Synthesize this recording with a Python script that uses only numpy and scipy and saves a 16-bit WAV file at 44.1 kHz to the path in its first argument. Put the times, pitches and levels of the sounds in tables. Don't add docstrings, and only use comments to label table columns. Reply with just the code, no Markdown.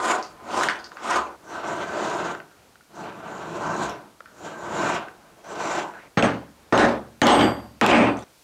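import sys
import numpy as np
from scipy import signal
from scipy.fft import rfft, irfft, next_fast_len
from scipy.io import wavfile
from scipy.ndimage import uniform_filter1d, minimum_filter1d, map_coordinates

SR = 44100
rng = np.random.default_rng(int(sys.argv[2]) if len(sys.argv) > 2 else 0)


def elevation(decibels):
    levels = np.asarray(decibels, float)
    return 10 ** (levels / 20)


def transcribe(signal):
    frames = np.atleast_2d(signal).T
    limited = np.clip(frames, -1, 1)
    pcm = np.round(limited * 32767).astype(np.int16)
    wavfile.write(sys.argv[1], SR, pcm)


N = 371763
REPEAT = round(.0532 * SR)


def unit(x):
    return x / np.sqrt(np.mean(x ** 2) + 1e-20)


def along(points, hz):
    f, v = np.transpose(points)
    return np.interp(np.log(hz + 1), np.log(f + 1), v)


def wobble(rate):
    at = np.arange(0, N + 32, 32)
    knots = rng.standard_normal(int(N * rate / SR) + 4)
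    return np.interp(np.arange(N), at, map_coordinates(knots, [at * rate / SR]))


def add(track, s, x):
    part = track[round(s * SR):][:len(x)]
    part += x[:len(part)]


def room_tail():
    # frequency in Hz, t60 in seconds.
    decay = [(300, 1), (2000, 0.24), (8000, 0.2)]
    hz, t, z = signal.stft(rng.standard_normal(SR // 2), SR, nperseg=256)
    z = z * elevation(-60 * t / along(decay, hz)[:, None])
    tail = signal.istft(z, SR, nperseg=256)[1]
    return np.pad(tail / np.linalg.norm(tail), (130, 0))


def air():
    # frequency in Hz, level in dB.
    noise_colour = [(15, -47), (25, 3), (102, 1), (352, -1), (1150, -4.5), (1980, -8.5), (2330, -7),
                    (2520, -8), (3680, -8.5), (4450, -8), (14200, -14.5), (15800, -8.5)]
    # time in seconds, hush in dB, hiss in
    # dB.
    noise_steps = [(0, -52, -59), (2.7, -57.5, -59.5), (6.085, -57, -59.5), (6.09, -60.5, -59),
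                   (8.24, -54, -59), (8.245, -57.5, -59), (8.43, -57, -55)]
    m = next_fast_len(N)
    hz = np.fft.rfftfreq(m, 1 / SR)
    z = rfft(rng.standard_normal(m)) * elevation(along(noise_colour, hz))
    low = 1 / (1 + (hz / 2200) ** 4)
    s, hush_db, hiss_db = np.transpose(noise_steps)
    t = np.arange(N) / SR
    hush = unit(irfft(z * low, m)[:N]) * elevation(np.interp(t, s, hush_db) + 2.3 * wobble(7.9))
    hiss = unit(irfft(z * (1 - low), m)[:N]) * elevation(np.interp(t, s, hiss_db))
    return hush + hiss


def steel():
    # start in seconds, frequency in
    # Hz, level in dB, rise in seconds, t60 in seconds.
    rings = [(6.18, 6430, -34, 0.0036, 0.11), (6.19, 8000, -40, .004, .12), (6.236, 6430, -30, .003, 0.087),
             (6.236, 8130, -36, .003, 0.14), (6.745, 6430, -28, 0.0053, 0.1),
             (6.797, 8100, -36, 0.0044, 0.27), (6.801, 8102, -58, .015, 1), (6.81, 6400, -39, .01, 0.22),
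             (6.81, 11600, -63, .03, 1), (7.27, 8350, -44, .004, 0.56), (7.31, 6430, -28.5, 0.0074, 0.15),
             (7.319, 8350, -30, 0.0025, 0.43), (7.32, 11499, -45, .09, 0.67), (7.32, 11676, -43, 0.1, 0.93),
             (0.227, 4640, -46, .002, 0.23), (0.843, 4720, -49, .002, 0.22), (7.35, 7682, -42, .02, 0.51),
             (7.425, 7682, -41, 0.0091, 0.24), (7.85, 8349, -56, .01, 0.46),
             (7.919, 8349, -44.5, 0.018, 0.75), (8.045, 4716, -47, 0.025, 0.42),
             (7.34, 4716, -34, 0.042, 0.7),
        (7.41, 4716, -30, .04, .28),
    ]
    # start in seconds, frequency in Hz, level in dB, rise in seconds, t60 in seconds.
    room_modes = [(1.139, 70, -37, 0.026, 0.48), (3.83, 59, -34, .03, .3), (4.9, 58, -42, .04, .5),
                  (5.68, 59.7, -42, .05, .5), (6.2, 71.7, -32, 0.046, 0.73), (6.75, 70, -26, 0.064, 0.76),
                  (7.249, 70, -20.5, 0.18, 0.94), (7.85, 70.6, -25, 0.15, 1), (7.861, 112.5, -26, 0.11, 1)]
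    out, t = np.zeros(N), np.arange(SR) / SR
    for s, hz, db, rise, t60 in rings + room_modes:
        envelope = elevation(db - 60 * t / t60) * (1 - np.exp(-t / rise))
        add(out, s, envelope * np.sin(2 * np.pi * hz * (s + t)))
    return out * elevation(1.0 * wobble(50))


def singing():
    # start in seconds, length in seconds, frequency in Hz, width in Hz, level in dB.
    sings = [(1.43, .14, 6050, 500, -60), (1.65, 0.093, 7000, 1000, -53), (1.696, 0.14, 8500, 150, -65),
             (1.86, 0.4, 7060, 600, -54), (2.93, 0.091, 6060, 500, -60), (3.28, 0.13, 7000, 900, -58),
             (3.6, 0.31, 6630, 900, -52), (4.405, 0.09, 7200, 700, -57), (4.42, 0.19, 1580, 90, -46),
             (4.56, .1, 7000, 500, -58), (4.682, 0.24, 7000, 700, -46), (4.743, 0.18, 960, 250, -38),
             (5.443, .11, 6100, 400, -56), (5.478, 0.065, 7560, 900, -54), (5.566, 0.14, 5950, 500, -49),
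             (5.578, 0.17, 7340, 600, -48), (5.63, .3, 925, 250, -38), (5.935, 0.045, 850, 200, -49),
             (5.935, 0.061, 1560, 250, -46), (5.973, .07, 1890, 900, -51), (3.282, .4, 2880, 1510, -58),
             (4.7, 0.17, 3630, 1800, -49), (5.47, .12, 3000, 900, -53), (0.474, 0.19, 4500, 3000, -46),
             (6.016, 0.037, 850, 200, -51), (6.041, .038, 2220, 500, -55)]
    # start in seconds, length in seconds,
    # frequency in Hz, width in Hz, level in dB.
    swells = [(6.74, 0.15, 744, 130, -25), (7.222, 0.035, 6450, 600, -36), (7.3, .17, 740, 94, -28.5),
              (7.33, 0.13, 295, 67, -30), (7.86, .09, 390, 54, -24), (7.9, 0.14, 291, 38, -24.5),
              (7.88, .16, 568, 90, -24.5), (7.9, 0.032, 7400, 250, -46), (7.3, 0.034, 8000, 250, -40),
              (8.1, .14, 252, 52, -38), (8.03, 0.11, 316, 29, -33), (6.86, .13, 1130, 1100, -40),
              (6.85, .13, 590, 150, -36), (7.24, .1, 1050, 330, -34)]
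    rise, fall = 0.33, 0.1
    out = np.zeros(N)
    for s, length, hz, width, db in sings + swells:
        u = np.arange(round(length * SR)) / (length * SR)
        rub = rng.standard_normal(SR // 2) * elevation(6.4 * rng.standard_normal(SR // 2))
        band = [hz - width / 2, hz + width / 2]
        rub = signal.sosfilt(signal.butter(2, band, "band", fs=SR, output="sos"), rub)
        envelope = np.clip(np.minimum(u / rise, (1 - u) / fall), 0, 1)
        add(out, s, elevation(db) * unit(rub)[-len(u):] * envelope)
    return out


def tap(hz, t60, wide):
    t = np.arange(1024) / SR
    modes = np.sin(2 * np.pi * hz * t) + 0.36 * np.sin(2 * np.pi * 1.19 * hz * t)
    scuff = 0.46 * rng.standard_normal(len(t))
    push = elevation(-60 * t / t60) * (1 - np.exp(-t / 0.00031)) * (modes + scuff)
    band = [hz / wide, min(1.37 * hz * wide, 20000)]
    ring = signal.sosfilt(signal.butter(3, band, "band", fs=SR, output="sos"), push)
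    return ring / np.abs(ring).max()


def tool_hops():
    # start in seconds, peak in dB, frequency in Hz, t60 in seconds.
    hops = [(6.176, -29, 2440, 0.0075), (4.205, -43, 2500, .006), (4.205, -39, 550, .02),
            (4.258, -44, 2400, .006), (6.177, -26, 900, .012), (6.184, -24, 796, 0.01),
            (6.8014, -27, 3300, .008), (7.279, -12, 3080, .008), (7.2967, -27, 3200, .01),
            (7.353, -20, 3400, 0.0066), (7.3935, -16, 3030, 0.0092), (7.411, -16, 3100, 0.0087),
            (7.896, -24, 2440, .012), (7.914, -14, 2520, 0.014), (7.952, -18.5, 2450, .01),
            (7.9706, -19.5, 2550, .01)]
    out = np.zeros(N)
    for s, db, hz, t60 in hops:
        add(out, s, elevation(db) * tap(hz, t60, wide=1.4))
    return out


def light_contacts():
    # start in seconds, peak in dB, frequency in Hz, t60 in seconds, room in dB.
    knocks = [(0.401, -43, 1470, .008, -12), (0.6348, -10, 1710, 0.003, -6),
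              (0.6865, -2.5, 1760, 0.0035, -7.5), (.6897, -13, 1700, 0.0068, -16),
              (.6976, -13, 1640, 0.0033, -14), (3.383, -29, 910, .008, -10), (2.513, -38, 1450, .01, 2),
              (0.918, -30, 1470, 0.0049, -10), (0.97, -24.5, 1470, 0.0067, -2),
              (2.349, -22.5, 1460, 0.012, -21), (2.401, -27.5, 1520, 0.016, -8),
              (2.756, -39, 1510, 0.0098, -19), (2.808, -43, 1470, 0.018, -5),
              (4.205, -30, 1370, 0.015, -15), (4.258, -34, 1470, 0.011, 0), (4.953, -29, 1530, 0.0055, 3),
              (5.027, -27, 1510, 0.011, -7), (5.083, -31, 1530, 0.017, -7), (5.938, -33, 1520, 0.0088, -2)]
    # start in seconds, peak in dB, frequency in Hz, t60 in seconds, room in dB.
    tinks = [(0.227, -16, 4830, 0.0015, 3), (0.7901, -24, 4690, 0.003, 5), (0.843, -22, 4800, 0.0026, 2.3),
             (8.1708, -34, 6200, 0.0058, 1.5), (8.1908, -38, 3450, .006, 1), (8.224, -35.5, 3800, .008, 3),
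             (8.1908, -39, 7200, 0.017, -4), (8.224, -35.0, 5800, 0.0068, 3)]
    # start in seconds, peak in dB, frequency in Hz, t60 in seconds, room in dB.
    snaps = [(0.5064, -26, 2780, 0.0066, 2), (0.61, -13, 1270, 0.0076, -4), (3.843, -38, 7000, .004, -2),
             (3.896, -27, 5750, 0.0025, -0.5), (4.897, -36, 6500, 0.003, -8), (4.95, -33, 6200, 0.0024, -4),
             (.6348, -20.5, 6700, 0.0024, -8), (.6865, -22, 5000, .003, -11),
             (2.1696, -35, 7300, 0.0024, -3), (3.3808, -39, 4800, 0.0024, -6), (2.1, -40, 6900, .004, -5),
             (4.7288, -41, 7010, .003, -6), (2.401, -47, 2200, .004, -8), (.97, -38, 2000, .004, -6),
             (5.4435, -46, 5900, .004, -5)]
    out = np.zeros(N)
    for rows, edge_db, wide, broad in ((knocks, -5, 1.3, 2), (tinks, -17, 1.13, 1.15), (snaps, -6, 1.2, 2.4)):
        for s, db, hz, t60, room_db in rows:
            edge = elevation(edge_db) * tap(1.38 * hz, 0.64 * t60, broad)
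            x = elevation(db + 1.5 - max(room_db, 0) * 3.0) * (tap(hz, t60, wide) + edge)
            add(out, s, x)
            add(out, s, elevation(room_db) * signal.fftconvolve(x, room_tail()))
    out[round(6.085 * SR):round(6.17 * SR)] = 0
    return out


def mallet_cracks():
    # start in seconds, peak in dB, frequency in Hz, t60 in seconds, brightness in dB.
    cracks = [(6.173, -14, 1920, .015, -34), (6.225, -11, 2660, 0.0091, -26),
              (6.7245, -14.5, 1850, 0.013, -26), (6.777, -12.5, 2990, 0.0061, -13),
              (7.217, -2, 1870, 0.0074, -6), (7.2172, -7, 4070, .004, -30), (7.217, -18, 6300, .004, -30),
              (7.269, -8, 3380, .006, -3), (7.3182, -15, 3100, 0.008, -14), (7.8127, -2, 1830, 0.0032, -6),
              (7.8132, -18, 4150, .004, -30), (7.864, -9, 2650, 0.0085, -6), (7.864, -19, 7000, .003, -30)]
    out = np.zeros(N)
    for s, db, hz, t60, bright_db in cracks:
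        edge = tap(5700, 0.0012, wide=2.5) + elevation(-12) * tap(12900, 0.00066, wide=1.3)
        add(out, s, elevation(db) * (tap(hz, t60, wide=1.8) + elevation(bright_db) * edge))
    return out


def grit(rate, spread_db, smooth, lumpy_db, patchy_db, again):
    size = elevation(spread_db * np.minimum(rng.exponential(size=N), 2))
    slips = (rng.random(N) < rate / SR) * size * rng.standard_normal(N)
    z = signal.stft(unit(slips) + smooth * rng.standard_normal(N), nperseg=512)[2]
    field = rng.standard_normal(z.shape)
    for _ in range(2):
        field = uniform_filter1d(field, size=7, axis=0)
        field = uniform_filter1d(field, size=9, axis=1)
    depth = np.clip(np.arange(len(z)) / 40, .3, .6)[:, None]
    x = signal.istft(z * elevation(patchy_db * depth * unit(field)), nperseg=512)[1][:N]
    x = x * elevation(lumpy_db * (0.06 * wobble(13) + wobble(45)))
    x = x + elevation(-8.0) * signal.fftconvolve(x, room_tail())[:N]
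    return x - again * np.roll(x, REPEAT)


def body(drive, colour, modes, broad):
    edges = [0, 235, 800, 1900, 4700, 8800, 22050]
    f = np.fft.rfftfreq(next_fast_len(N + 8192), 1 / SR)
    peaks = sum(elevation(db) * 1j * f * w / (c * c - f * f + 1j * f * w) for c, w, db in modes)
    z = rfft(drive, 2 * len(f) - 2) * elevation(along(colour, f)) * (broad + peaks)
    below = [1 / (1 + (f / (edge + 1)) ** 6) for edge in edges]
    bands = [irfft(z * (hi - lo))[:N] for lo, hi in zip(below, below[1:])]
    bass, low, high, tear, hiss, top = bands
    chatter = elevation(1.45 * wobble(75))
    tear, hiss, top = tear * np.sqrt(chatter), hiss * chatter, top * chatter
    low, high = unit(np.array([low, high])) / np.sqrt(2)
    return [unit(bass), low, high, unit(tear), hiss / hiss.std(), top / hiss.std()]


def played(layers, rows, fade, loud_db):
    s, main_db, tear_db, hiss_db, bass_db, tilt_db = np.transpose(rows)
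    span = np.arange(max(0, round((s[0] - .003) * SR)), round((s[-1] + .002) * SR))
    slack = main_db - loud_db
    tilt = fade[0] * slack + tilt_db
    rels = (bass_db, -tilt, tilt, tear_db, hiss_db, hiss_db + fade[1] * slack)
    swell = np.minimum(np.arange(len(span)) / 60, 1)
    out = np.zeros(N)
    for x, rel in zip(layers, rels):
        out[span] += swell * x[span] * elevation(np.interp(span / SR, s, main_db + rel))
    return out


def blow_rows(s, over_db, crack_db, rattle_db, bass_db, end):
    held_db, knee_db = -17, 2.5
    first_db_s, echo_db, fall_db_s = 232, 0.5, 149.5
    tail_db, tail_db_s = -34, 67
    crack_db_s, rattle_db_s, bass_db_s = -26, -66, 44.5
    thud_db, thud_s = 7.5, 0.044
    shake_db, dull_db = -8, -4.5
    snap, snap_s = 0.091, 0.091
    t = np.arange(0, end - s, 1 / 500)
    late = t - REPEAT / SR
    direct = elevation(-2 * first_db_s * t) + (late > 0) * elevation(2 * (echo_db - fall_db_s * late))
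    raw = over_db + 10 * np.log10(direct + elevation(2 * (tail_db - tail_db_s * t)))
    held = held_db - knee_db * np.logaddexp(0, -raw / knee_db)
    crack = crack_db + crack_db_s * t + dull_db * (late < 0)
    rattle = rattle_db + rattle_db_s * t + shake_db * (late < 0)
    bass = bass_db + bass_db_s * t + thud_db * np.exp(-t / thud_s)
    tilt = snap * over_db * np.exp(-t / snap_s)
    return np.transpose([s + t, held, crack, rattle, bass, tilt])


def booms():
    # start in seconds, strength over the limiter in dB,
    # then crack, rattle and bass over the bench in dB.
    blows = [
        (6.175, 1, -9, -17.5, -9),
        (6.727, 11.9, -12.5, -17.5, -15),
        (7.2197, 24.7, -9, -12.5, -17.5),
        (7.8162, 27.2, -7.5, -17, -22),
    ]
    ends = [6.7, 7.195, 7.79, 8.24]
    # centre in Hz, width in Hz, level over the broad colour in dB.
    bench_modes = [(70, 4.8, 7), (115.5, 3.5, 15), (173, 64, 0.5), (229, 6.3, 7), (283, 11.7, 8.5),
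                   (371, 14, -6), (580, 100, -5.5), (690, 9.6, 1), (914, 11, -5), (12500, 3500, -4)]
    # centre in Hz, width in Hz, level in dB.
    iron_modes = [
        [(6430, 320, 6), (1500, 440, 2.5), (2600, 1900, 5)],
        [(1620, 990, -3.5), (3720, 550, -4)],
        [(2230, 290, 6), (3100, 380, 18.5), (3330, 180, 16), (6430, 330, -1)],
        [(1786, 950, -15), (2580, 420, 11.5), (3300, 880, 0)],
    ]
    # frequency in Hz, level in dB.
    soft_colour = [(18, -73), (30, -37), (56, -15.5), (183, -3.5), (523, -2.5), (735, -2.5), (1700, -11),
                   (2400, -18.5), (5390, -26), (6480, -27), (7390, -30), (8200, -27.5), (15800, -76)]
    # frequency in Hz, level in dB.
    hard_colour = [(18, -65), (30, -39), (59, -10.5), (214, -4), (251, -5.5), (286, -3.5), (459, -9),
                   (755, -5), (1210, -10), (2000, -18.5), (3600, -29.5), (3900, -32.5), (7200, -37.5),
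                   (8640, -39), (9350, -44.5), (15800, -76)]
    shake = grit(3000, 0.99, 1.18, lumpy_db=1.44, patchy_db=3, again=0.081)
    colours = (soft_colour, soft_colour, hard_colour, hard_colour)
    shaken = np.zeros(N)
    for row, end, colour, iron in zip(blows, ends, colours, iron_modes):
        layers = body(shake, colour, bench_modes + iron, broad=1.5)
        shaken += played(layers, blow_rows(*row, end), (.03, .4), loud_db=7)
    return signal.sosfilt(signal.butter(2, 110, "high", fs=SR, output="sos"), shaken)


def stroke_rows(tables, cuts, loud_db):
    lingers = 0.18
    return [(s, db, bite, speed, bass - lingers * (db - loud_db), 0)
            for rows, bass in zip(tables, cuts) for s, db, speed, bite in rows]


def strokes():
    # time in seconds, pressure as bench level in dB,
    # edge speed as hiss over bench in dB, bite as tearing over bench in dB.
    quick_strokes = [
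        [(0.0, -26.5, -21, -13), (0.016, -31, -12.5, -10.5), (0.04, -27.5, -12.5, -7.5), (0.11, -23.5, -12, -5),
         (0.174, -28, -21, -13.5), (0.22, -36, -23, -8), (0.228, -39, -19, -5.5), (0.326, -50.5, -15, -13),
         (0.38, -57, -20, -17)],
        [(0.38, -54.5, -22, -12.5), (0.576, -23, -15, -7.5), (0.694, -28.5, -14, -4), (0.78, -42.5, -19, -4),
         (0.8, -44, -16, -7), (0.834, -47.5, -28, -6), (0.844, -51.5, -11, 4), (0.91, -57, -14, -9),
         (0.92, -49.5, -18, -4)],
        [(0.95, -50.5, -12, -14), (0.974, -45.5, -27, -9), (0.996, -45.5, -16, -8), (1.054, -33.5, -11, -6.5),
         (1.122, -25.5, -15, -4.5), (1.172, -25, -14, -6.5), (1.238, -35.5, -24, -7.5), (1.36, -47.5, -26, -18),
         (1.37, -68, -16, -21)],
    ]
    # time in seconds, pressure as bench level in dB,
    # edge speed as hiss over bench in dB, bite as tearing over bench in dB.
    long_strokes = [
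        [(1.37, -67, -12, -25), (1.522, -36, -16, -17), (1.624, -35, -22.5, -11.5), (1.69, -30.5, -17.5, -15.5),
         (1.814, -30.5, -21, -13.5), (2.096, -30, -18, -14), (2.312, -30.5, -21, -13.5),
         (2.458, -51.5, -31, -24), (2.62, -75, -4, -3)],
        [(2.85, -75, -12, -10), (2.99, -38, -16.5, -16), (3.086, -36.5, -28, -12), (3.112, -43, -27, -12.5),
         (3.572, -34.5, -18.5, -19), (3.712, -27.5, -23, -18.5), (3.842, -26.5, -15.5, -15),
         (3.942, -37, -31, -11.5), (4.18, -66, -24, -24)],
        [(4.33, -61, -7, -19), (4.466, -38, -15.5, -12), (4.596, -39, -21, -18), (4.76, -27.5, -19.5, -16),
         (4.938, -26, -18.5, -10), (5.052, -40.5, -29, -11), (5.176, -56, -22, -19), (5.338, -58, -19, -19),
         (5.36, -66, -11, -10)],
        [(5.36, -70, -13, -3), (5.372, -58, -15, -18), (5.51, -36, -19, -14), (5.654, -29, -15, -12),
         (5.796, -29, -14.5, -10.5), (5.922, -45, -23, -16), (6.068, -54.5, -23, -6), (6.08, -54, -15, -22),
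         (6.085, -72, -14, -7)],
    ]
    quick_bass = [-22, -18.5, -22.5]
    long_bass = [-14, -9.5, -13, -16.5]
    # centre in Hz, width in Hz, level over the broad colour in dB.
    quick_modes = [(367, 88, -5), (727, 12, 7.5), (1022, 33, -2), (1260, 52, 4.5), (1470, 56, 8),
                   (1878, 31, 1), (4930, 3400, -13), (6870, 1000, 5.5), (12100, 3400, 1)]
    # centre in Hz, width in Hz, level over the broad colour in dB.
    long_modes = [(359, 33, -3.5), (701, 58, -3), (964, 19, -6.5), (1380, 21, 0), (1530, 32, 5.5),
                  (2860, 650, -10.5), (3950, 640, -7), (5850, 430, -9), (7000, 610, -11), (8350, 210, -16),
                  (10600, 990, 3), (12300, 1800, 1)]
    # frequency in Hz, level in dB.
    quick_colour = [(18, -67), (30, -47), (59, -24), (209, -10), (294, -5.5), (447, -6), (716, -2),
                    (1010, 1), (1890, -19), (2520, -24), (6830, -43), (8640, -41), (15800, -66)]
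    # frequency in Hz, level in dB.
    long_colour = [(18, -63), (30, -34.5), (161, -5), (258, -5), (362, -1), (581, -1), (680, 1), (907, 1),
                   (981, 3), (1240, 0), (1570, -3), (1750, -7.5), (4100, -20), (5000, -23), (7200, -19),
                   (8500, -26), (9000, -33), (15800, -49)]
    # time in seconds, half length in seconds, change in
    # dB.
    level_bumps = [(0.685, 0.0044, -10), (.19, .02, 0.5), (0.293, .04, 1), (1.112, .012, 1.5),
                   (1.626, .012, -2.5), (1.87, .04, -3), (2.02, .05, 1.5), (2.257, .01, 2.5), (2.37, 0.026, 0),
                   (3.22, 0.0083, -5.5), (3.297, 0.075, 2), (3.755, 0.042, -2), (4.43, .04, 1.5),
                   (4.86, .03, 2), (5.428, 0.013, -8), (5.543, 0.01, -3.5), (5.837, 0.019, 0.5),
                   (5.932, .01, 0)]
    quick_grit = grit(4000, 1.9, 1.56, lumpy_db=0.6, patchy_db=4, again=0.086)
    long_grit = grit(4000, 1.5, 2.1, lumpy_db=1.0, patchy_db=2.5, again=.25)
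    quick = body(quick_grit, quick_colour, quick_modes, broad=0.9)
    long = body(long_grit, long_colour, long_modes, broad=0.96)
    quick = played(quick, stroke_rows(quick_strokes, quick_bass, loud_db=-23), (.03, .3), loud_db=7)
    long = played(long, stroke_rows(long_strokes, long_bass, loud_db=-26.0), (.03, .4), loud_db=7.0)
    t = np.arange(N) / SR
    bumps = elevation(sum(db * np.exp(-((t - s) / half) ** 2) for s, half, db in level_bumps))
    return bumps * (quick + long)


def scene():
    cut = np.clip((8.241 * SR - np.arange(N)) / 90, 0, 1)
    contacts = light_contacts() + mallet_cracks() + tool_hops()
    bench = strokes() + booms() + contacts + steel() + singing()
    return (bench * cut + air())[None]


def low_pass(x):
    return signal.sosfilt(signal.butter(12, 15790, fs=SR, output="sos"), x)


def record(dry):
    ceiling = .43
    m = next_fast_len(N)
    hz = np.fft.rfftfreq(m, 1 / SR) + 1
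    no_bass = 1 / (1 - 1j * 45 / hz) ** 2
    no_top = 1 / (1 + (hz / 15750) ** 60) / (1 + (hz / 15500) ** 8)
    x = irfft(rfft(dry, m) * no_bass * no_top, m)[:, :N]
    duck = minimum_filter1d(ceiling / np.maximum(np.abs(x), ceiling), size=61)
    return low_pass(x * uniform_filter1d(duck, size=61))


dry = scene()
out = record(dry)
transcribe(out)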